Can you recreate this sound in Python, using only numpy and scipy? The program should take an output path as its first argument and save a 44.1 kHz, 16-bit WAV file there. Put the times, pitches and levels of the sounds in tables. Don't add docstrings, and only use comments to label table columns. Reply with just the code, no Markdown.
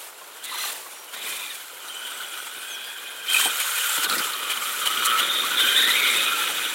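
import sys
import numpy as np
from scipy import signal
from scipy.fft import rfft, irfft, next_fast_len
from scipy.io import wavfile
from scipy.ndimage import uniform_filter1d, map_coordinates

SR = 44100
rng = np.random.default_rng(int(sys.argv[2]) if len(sys.argv) > 2 else 0)


def output_pcm(signal):
    pcm = np.clip(np.atleast_2d(signal).T, -1, 1) * 32767
    wavfile.write(sys.argv[1], SR, np.round(pcm).astype(np.int16))


N = 297234


def amp(db):
    return 10 ** (np.asarray(db) / 20)


def unit(x):
    return x / np.sqrt(np.mean(x ** 2) + 1e-20)


def curves(rows):
    s, *cols = np.transpose(rows)
    return [np.interp(np.arange(N) / SR, s, c) for c in cols]


def wobble(rate):
    knots = rng.standard_normal(int(N * rate / SR) + 4)
    return unit(map_coordinates(knots, [np.arange(N) * rate / SR]))


def turning(hz):
    return 2 * np.pi * np.cumsum(hz) / SR


def filtered(x, response):
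    m = next_fast_len(N + SR // 2)
    return irfft(rfft(x, m) * response(np.fft.rfftfreq(m, 1 / SR)), m)[..., :N]


def coloured(x, points):
    f, db = np.transpose(points)
    return filtered(x, lambda hz: amp(np.interp(np.log(hz + 1), np.log(f), db)))


def resonant(x, modes):
    def response(f):
        return sum(amp(db) * 1j * f * w / (c * c - f * f + 1j * f * w) for c, w, db in modes)
    return filtered(x, response)


def grains(rate, spread_db):
    size = amp(spread_db * np.minimum(rng.standard_exponential(N), 4))
    return unit((rng.random(N) < rate / SR) * size * rng.standard_normal(N))


def pebbles(rate, low_hz, high_hz, cycles, spread_db):
    count = int(rate * N / SR)
    when, pitch, hardness = rng.random((count, 3)).T[:, :, None]
    hz = low_hz + (high_hz - low_hz) * pitch
    k = np.arange(SR // 40)
    pings = amp(spread_db * hardness) * np.sin(2 * np.pi * hz * k / SR) * np.exp(-hz * k / SR / cycles)
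    return unit(np.bincount(((when * N).astype(int) + k).ravel(), pings.ravel(), N)[:N])


def ring(blows, hz, width_hz, order=3):
    carrier = np.exp(1j * turning(hz * np.ones(N)))
    sos = signal.butter(order, width_hz / 2, fs=SR, output="sos")
    return unit((signal.sosfilt(sos, blows / carrier) * carrier).real)


def flutter(phase, shaft, depth):
    sides = sum(wobble(40) * np.sin(phase + k * shaft) / abs(k) for k in (-1.5, -0.5, 1.26, 6.5))
    return unit(np.sin(phase) + depth * sides)


def panels(x, t60):
    t = np.arange(SR // 12) / SR
    modes = rng.standard_normal(len(t)) * amp(-60 * t / t60)
    rung = signal.fftconvolve(x, modes)[:N]
    return rung / np.sqrt(np.abs(uniform_filter1d(rung ** 2, size=4000)) + 1e-9)


def add(track, s, sound):
    part = track[max(round(s * SR), 0):][:len(sound)]
    part += sound[:len(part)]


def swell(s, length, rise_s, fall_s):
    t = np.arange(N) / SR - s
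    return np.clip(np.minimum(t / rise_s, 1 - (t - length) / fall_s), 0, 1)


def swells(rows, rise_s, fall_s):
    return sum(np.outer(amounts, swell(s, length, rise_s, fall_s)) for s, length, *amounts in rows)


def air():
    spectrum = [(25, -5), (60, -3), (150, -12), (600, -40)]
    return amp(-83) * unit(coloured(rng.standard_normal((2, N)), spectrum))


# pitch_hz, level_db (per Hz)
CREEK_SPECTRUM = [(40, -22), (130, -15), (250, -6.5), (400, 6), (1000, 8.5), (1500, 4.5), (3000, -5.5),
                  (5000, -7), (9500, -20), (16000, -33.5)]


def creek():
    def water():
        return unit(coloured(grains(9000, spread_db=3.5), CREEK_SPECTRUM))
    sides = np.outer([1, -1], water())
    return amp(-48.0 + 1.9 * wobble(7.1)) * (water() + amp(-10.0) * sides)


# start_s, length_s, start_hz, end_hz, level_db
BIRD_NOTES = [(0.919, 0.15, 5670, 5900, -49), (2.688, 0.083, 6460, 4900, -38),
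              (2.83, 0.078, 4860, 4576, -46)]


def bird():
    song = np.zeros(N)
    for s, length, start_hz, end_hz, db in BIRD_NOTES:
        u = np.linspace(0, 1, round(length * SR))
        glide_hz = start_hz + (end_hz - start_hz) * u ** 3
        add(song, s, amp(db) * np.sin(np.pi * u) * np.sin(turning(glide_hz)))
    return song


def bank(x, t60):
    t = np.arange(SR // 3) / SR
    tail = rng.standard_normal((2, len(t))) * amp(-60 * t / t60) * (t > .008)
    wet = signal.fftconvolve(x[None], tail / np.linalg.norm(tail[0]), axes=1)[:, :N]
    return coloured(wet, [(100, 10), (600, 11.0), (1200, -7), (2500, 4), (4500, 7.5), (8000, -33), (12000, -34)])


# start_s, length_s, load_db, axle_strain_db
THROTTLE = [(.42, 0.38, 9, 0), (1.13, 0.37, 9.5, 4), (2.6, 0.47, 2.5, 2.5), (3.26, 0.15, 7, 8.5),
            (5.18, 0.28, 7, -1.5), (5.54, 0.64, 7, 0), (6.3, 0.42, 4, 1)]
THROTTLE_RISE_S, THROTTLE_FALL_S = 0.04, 0.14


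def throttle():
    return swells(THROTTLE, THROTTLE_RISE_S, THROTTLE_FALL_S)


# time_s, level_db
DRIVE_LEVEL = [(0, -67), (.4, -50), (.5, -46.5), (.66, -46.5), (.8, -65), (1.05, -54), (1.22, -44.5),
               (1.65, -51), (2.08, -42.5), (3.2, -45.5), (3.34, -35.5), (3.96, -31.5), (4.0, -34),
               (4.05, -30), (4.19, -32.5), (4.3, -35), (4.75, -34.5), (5.1, -27), (5.38, -33.5),
               (5.6, -29.5), (6.4, -30.5), (6.74, -34)]


def driven(part):
    (drive_db,), (load_db, _) = curves(DRIVE_LEVEL), throttle()
    coast_db, per_load = part
    return drive_db + coast_db + per_load * load_db


# start_s, length_s, gravel_db, axle_db, motor_db, tyre_db
BUMPS = [(1.125, 0.022, 7.5, 0, 2, 12), (1.23, 0.097, 0.5, 2, 4, 5), (3.335, 0.047, -5, 8.5, -6, -8),
         (3.385, 0.026, 0.5, -1, 6, -4), (3.45, 0.043, -1.5, 2.5, -5, 4.5), (3.59, 0.024, 5.5, 15, 4, 8),
         (3.75, 0.036, 3, 7.5, 0, 0), (3.95, .03, 1.5, 6, 3, 0), (4.03, 0.015, 4.5, 5, -4, 6),
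         (4.058, 0.022, -8, -8, -17, 6), (4.09, 0.1103, 0.5, -2, -13, 9), (4.49, 0.03, 5.5, 14.5, 11, 4.5),
         (4.852, 0.022, 6.5, -9, 12, 7.5), (5.17, 0.029, 5, -17, 11.5, -2), (5.58, 0.024, 3, -13, 5, -7),
         (6.49, 0.031, -2, -11, -1, 5.5)]
BUMP_RISE_S, BUMP_FALL_S = .012, .014


def bumps():
    return swells(BUMPS, BUMP_RISE_S, BUMP_FALL_S)


def band_noise(t, low_hz, high_hz):
    sos = signal.butter(2, [low_hz, high_hz], "band", fs=SR, output="sos")
    return unit(signal.sosfilt(sos, rng.standard_normal(len(t))))


# start_s, level_db, ring_hz
STONE_HITS = [(.671, -27, 4100), (1.335, -35, 4000), (1.883, -35, 4100), (4.036, -27, 4900),
              (4.047, -21, 3850), (4.098, -16, 4200), (4.126, -19, 3900), (4.182, -17, 4700),
              (4.193, -28, 4500), (4.334, -26, 4100)]


def stones():
    track, t = np.zeros(N), np.arange(SR // 5) / SR
    for s, db, hz in STONE_HITS:
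        crack = band_noise(t, 1500, 13000) * amp(-60 * t / .008)
        plastic = .8 * band_noise(t, .92 * hz, 1.08 * hz) * amp(-60 * t / .045)
        add(track, s, amp(db) * (crack + plastic))
    return track


# start_s, level_db, length_s (before the fade)
CLATTER = [(0.433, -33, 0.026), (0.666, -41, .012), (0.718, -32.5, 0.014), (1.544, -35, 0.015),
           (3.326, -26.5, 0.022), (3.43, -27, 0.029), (3.585, -47, .03), (4.034, -47, 0.022),
           (4.492, -35, 0.021), (4.851, -29, 0.02), (5.044, -21, 0.025)]
# pitch_hz, width_hz, level_db
PLASTIC = [(1380, 400, 14), (2500, 840, 8), (4100, 690, 23.5), (8200, 3700, 23)]


def clatter():
    shake, t = np.zeros(N), np.arange(SR // 5) / SR
    for s, db, length in CLATTER:
        rise, fade = np.minimum(t / 0.009, 1), amp(-60 * np.maximum(t - length, 0) / 0.023)
        add(shake, s, amp(db) * rise * fade)
    return shake * unit(resonant(grains(4600, spread_db=1.5), PLASTIC))


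# start_s, level_db, hollow_hz
THUMPS = [(.211, -33, 1066), (0.859, -32.5, 1092), (1.728, -40.5, 513), (2.238, -50, 403),
          (2.565, -37, 418.4), (3.351, -47.5, 90), (3.453, -17.5, 785), (3.455, -38, 282.8),
          (3.607, -51, 80), (3.971, -25.5, 953), (3.976, -37.5, 128.1), (3.978, -34, 296),
          (4.086, -41, 140), (4.088, -25, 1079), (4.122, -37, 300), (4.166, -36, 221.4), (4.182, -26, 335),
          (6.489, -30, 835)]


def thumps():
    track, t = np.zeros(N), np.arange(SR // 5) / SR
    fade = amp(-60 * t / .08) * (1 - np.exp(-t / .003)) ** 2
    for s, db, hz in THUMPS:
        body = .8 * np.sin(2 * np.pi * hz * t) + .6 * band_noise(t, hz / 2, hz * 1.2)
        add(track, s, amp(db) * body * fade)
    return track


# start_s, length_s, level_db
WHEELSPIN = [(.45, .24, -37.5), (1.2, .27, -49)]
# pitch_hz, level_db (per Hz)
SCRUB_SPECTRUM = [(400, -16), (700, -10), (900, 1), (1400, 0), (2000, -9), (3000, -2), (4100, 3),
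                  (5200, -22)]


def wheelspin():
    level = sum(amp(db) * swell(s, length, rise_s=0.05, fall_s=0.043) for s, length, db in WHEELSPIN)
    grind = grains(2500, spread_db=2)
    clacks = pebbles(300, low_hz=750, high_hz=4300, cycles=9, spread_db=14)
    return level * unit(coloured(grind + clacks, SCRUB_SPECTRUM))


# time_s, level_db
GROUND_LEVEL = [(0, -37.5), (.15, -47), (.4, -43), (.65, -30), (.82, -39.5), (1.09, -43.5), (1.3, -33),
                (1.65, -41.5), (2.4, -39), (3.22, -42), (3.37, -20), (3.52, -30), (4.2, -27.5),
                (4.42, -35.5), (4.7, -30.5), (5.5, -30.5), (5.88, -26.5), (6.74, -31.5)]
# pitch_hz, level_db (per Hz)
GRAVEL_SPECTRUM = [(120, -56), (300, -28), (600, -7), (950, -1), (2000, 2), (2700, 4.5), (4200, 3),
                   (4800, 0.5), (5900, 0.5), (7600, -0.5), (9600, 2.5), (11000, 2.5), (13300, -4),
                   (14500, -5), (16000, -2)]
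RUBBER_SPECTRUM = [(25, -34), (65, -26), (100, -21.5), (160, -9.5), (300, 0), (420, 2), (650, -7.5),
                   (1100, -9), (2500, -51)]
# pitch_hz, width_hz, level_db
METAL = [(6870, 240, 0.5), (7620, 170, 6.5), (8500, 420, 0), (9420, 120, 7), (11920, 220, 4.5),
         (13070, 220, 4)]
RUMBLE = (-16.5, 0.6)
JUMP_S, AIR_S, AIR_RUMBLE_DB, AIR_JINGLE_DB = 3.5, 0.457, -17, 6


def wheels(jolt):
    gravel_db, = curves(GROUND_LEVEL)
    shake_db, _, _, tyre_db = bumps()
    airborne = swell(JUMP_S, AIR_S, rise_s=0.083, fall_s=0.038)
    rumble_db = driven(RUMBLE) + tyre_db + AIR_RUMBLE_DB * airborne
    rumble = amp(rumble_db) * unit(coloured(grains(2000, spread_db=0.5), RUBBER_SPECTRUM))
    crunch = unit(coloured(grains(18000, spread_db=1.3), GRAVEL_SPECTRUM))
    pings = pebbles(1400, low_hz=7000, high_hz=15800, cycles=55, spread_db=20)
    clacks = pebbles(450, low_hz=850, high_hz=4500, cycles=11, spread_db=18)
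    clacks = unit(coloured(clacks, GRAVEL_SPECTRUM))
    gravel = amp(-2) * crunch + amp(-8) * pings + amp(-8) * clacks
    taps = grains(6000, spread_db=1.2)
    jingle = unit(sum(resonant(taps, [mode]) * amp(3 * wobble(45)) for mode in METAL))
    shaken = amp(gravel_db + shake_db + 1.1 * jolt)
    return rumble + shaken * (gravel + amp(-7.5 + AIR_JINGLE_DB * airborne) * jingle)


# start_s, length_s, level_db
SQUEAKS = [(1.862, 0.865, -47), (3.324, 0.153, -30)]


def squeaks():
    level = sum(amp(db) * swell(s, length, rise_s=0.026, fall_s=.02) for s, length, db in SQUEAKS)

    def joint():
        skid_hz = 8600 + 600 * wobble(45) + 170 * wobble(600)
        return np.sin(turning(skid_hz)) * amp(6 * np.minimum(wobble(80), 1.3))
    return level * unit(joint() + joint())


# start_s, length_s, level_db
SINGING = [(0.54, 0.11, -44.5), (1.811, .7, -57), (4.877, 1.86, -48.5)]


def controller():
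    level = sum(amp(db) * swell(s, length, rise_s=0.035, fall_s=0.048) for s, length, db in SINGING)
    return level * amp(2.7 * wobble(25)) * unit(np.sin(turning(5905 + 24 * wobble(120))))


# start_s, length_s, pitch_hz, level_db, roughness (0-1, clipped)
HOWLS = [(0.518, .14, 4044, -41, 0.9), (1.24, 0.24, 2400, -43, .4), (1.301, 0.14, 3600, -41.5, .8),
         (1.88, 0.21, 3069, -40.5, 0.8), (2.03, 0.49, 3340, -45.5, .55), (2.66, 0.27, 3340, -42, 0.14),
         (2.566, 0.72, 2493, -48.5, .15), (3.27, 0.18, 3125, -27.5, .4), (5.06, 0.08, 1314, -27.5, .1),
         (5.28, .12, 3630, -27, 0.66), (5.558, 0.076, 3522, -24, 1.1), (5.75, 0.056, 3652, -22, .5),
         (5.86, 0.41, 3683, -31.5, 0.81), (5.937, 0.16, 2280, -26, .9), (6.3, 0.12, 1336, -31.5, 0.1)]


def howls():
    t, mean_hz = np.arange(N) / SR, np.mean(HOWLS, axis=0)[2]
    phase = turning(mean_hz * (1 + .028 * wobble(60) + .024 * wobble(300)))
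    ragged = panels(flutter(phase, phase / 30, depth=.4), t60=.02)
    ragged = signal.hilbert(ragged, next_fast_len(N))[:N]
    steady = np.sqrt(2) * unit(amp(3 * wobble(45))) * np.exp(1j * turning(mean_hz + 22 * wobble(70)))
    track = np.zeros(N)
    for s, length, hz, db, rough in HOWLS:
        share, level = np.clip(rough, 0, 1), swell(s, length, rise_s=0.02, fall_s=0.064)
        on = level > 0
        tone = np.sqrt(share) * ragged[on] + np.sqrt(1 - share) * steady[on]
        shift = np.exp(2j * np.pi * (hz - mean_hz) * t[on])
        track[on] += amp(db) * level[on] * (tone * shift).real
    return track


# start_s, length_s, start_hz, end_hz, level_db
SCREECHES = [(3.274, 0.022, 3100, 3210, -27), (3.31, .018, 3150, 3200, -22),
             (3.34, 0.012, 2690, 2386, -10.5), (3.357, 0.0188, 2710, 2460, -14),
             (5.576, .012, 3520, 3200, -15), (5.683, .012, 3280, 3130, -12.5)]


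def screeches():
    track = np.zeros(N)
    for s, length, start_hz, end_hz, db in SCREECHES:
        u = np.linspace(0, 1, round(length * SR))
        slide_hz = start_hz + (end_hz - start_hz) * u
        add(track, s, amp(db) * np.sin(np.pi * u ** 2) * np.sin(turning(slide_hz)))
    return track


HIGH_RASP, LOW_RASP = (-10, 0.39), (-6, 0.46)


def gear_rasp():
    high = amp(driven(HIGH_RASP)) * ring(grains(3000, spread_db=2.0), 3660, width_hz=1200)
    low = amp(driven(LOW_RASP)) * ring(grains(2500, spread_db=-1.5), 1795, width_hz=1080)
    return high + low


# tooth_rate_hz, level_db, ring_hz
CASE_TUNING = [(1300, -1.5, 1357), (1410, 1, 1384), (1494, -0.5, 1446), (1690, -1, 1526), (2200, -4, 1370),
               (2510, -2, 1382)]
CASE, SHELL, AXLE, CAN, MOUNT = (-0.38, -0.12), (-18, 0.34), (-7, 0.34), (-1.85, 0.054), (-6, 1)


def struck_parts(mesh_hz, phase, shake_db, axle_db, motor_db):
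    teeth = np.diff(np.floor(phase / (2 * np.pi)), prepend=0)
    blows = unit(teeth * rng.standard_normal(N) / np.sqrt(mesh_hz))

    def part(hz, width_hz):
        return unit(ring(blows, hz, width_hz) * amp(2.6 * wobble(50)))
    rate_hz, *columns = np.transpose(CASE_TUNING)
    case_db, case_hz = (np.interp(mesh_hz, rate_hz, column) for column in columns)
    _, strain_db = throttle()
    case = amp(driven(CASE) + case_db) * part(case_hz, 300)
    shell = amp(driven(SHELL)) * part(519, 158)
    axle = amp(driven(AXLE) + axle_db + strain_db) * part(2442, 200)
    can = amp(driven(CAN) + motor_db) * part(3057, 364)
    mount = amp(driven(MOUNT) + 0.26 * shake_db) * part(3580, 530)
    return case + shell + axle + can + mount


# pitch_hz, level_db
RESPONSE = [(1215, 1), (1300, -2), (1480, -3), (1680, -4.5), (1900, 2), (2100, -2), (2440, -4), (2560, -30),
            (2850, -14), (3000, -8), (3230, 2), (3420, -1), (3620, 3), (3900, -2), (4500, -34)]
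MESH, OCTAVE, OVERTONES = (0, 0.28), (-1.1, 0.89), (-17, .2)
SPEED_GAIN_DB = 5.5


def gear_whine(mesh_hz, hunt, phase):
    def radiated_db(hz):
        return np.interp(hz, *np.transpose(RESPONSE))
    shaft = phase / 14
    octave_hz = 2 * mesh_hz * (1 + hunt)
    mesh = panels(flutter(phase, shaft, depth=.45), t60=.03)
    octave = panels(flutter(turning(octave_hz), shaft, depth=.6), t60=.018)
    whine = amp(driven(MESH) + radiated_db(mesh_hz)) * mesh
    whine += amp(driven(OCTAVE) + radiated_db(octave_hz)) * octave
    whine *= amp(SPEED_GAIN_DB * np.log2(mesh_hz / mesh_hz.mean()))
    overtones = sum(flutter(k * phase, shaft, depth=0.84) for k in range(4, 10))
    steel = unit(resonant(overtones, METAL))
    return whine + amp(driven(OVERTONES) + radiated_db(mesh_hz)) * steel


# time_s, tooth_rate_hz
GEAR_SPEED = [(0, 1389), (.41, 1400), (.47, 2072), (.68, 2046), (.8, 1400), (1.12, 1419), (1.2, 2400),
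              (1.45, 2418), (1.58, 1476), (1.85, 1366), (2, 1490), (2.2, 1476), (2.48, 1431), (2.6, 1542),
              (2.87, 1663), (3.15, 1599), (3.3, 1565), (3.44, 1558), (3.52, 1370), (3.85, 1403),
              (4.3, 1286), (5, 1283), (5.5, 1326), (5.62, 1591), (5.71, 1602), (5.79, 1849), (5.9, 1990),
              (5.98, 2233), (6.15, 2340), (6.3, 2451), (6.74, 2495)]
HUNT, HUNT_PER_LOAD_DB = .7, .1


def drivetrain(jolt):
    mesh_hz, = curves(GEAR_SPEED)
    shake_db, axle_db, motor_db, _ = bumps()
    load_db, _ = throttle()
    hunt = (HUNT + HUNT_PER_LOAD_DB * load_db) * (.023 * wobble(48) + .018 * wobble(300))
    phase = turning(mesh_hz * (1 + hunt))
    whine = gear_whine(mesh_hz, hunt, phase)
    parts = struck_parts(mesh_hz, phase, shake_db, axle_db, motor_db)
    rasp = amp(1.47 * shake_db) * gear_rasp()
    return amp(.5 * jolt) * (whine + parts + rasp)


def scene():
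    jolt = unit(wobble(30) + wobble(70))
    ground = stones() + clatter() + thumps() + wheelspin() + wheels(jolt)
    machine = squeaks() + controller() + howls() + screeches() + drivetrain(jolt)
    direct = bird() + ground + machine
    return air() + creek() + amp(-29.5) * bank(direct, t60=0.063) + direct


TOP_HZ = 16000


def record(dry):
    thin = coloured(dry, [(25, -10), (55, -12), (80, -7), (120, 0), (300, 0)])
    return filtered(thin, lambda hz: hz < TOP_HZ)


dry = scene()
out = record(dry)
output_pcm(out)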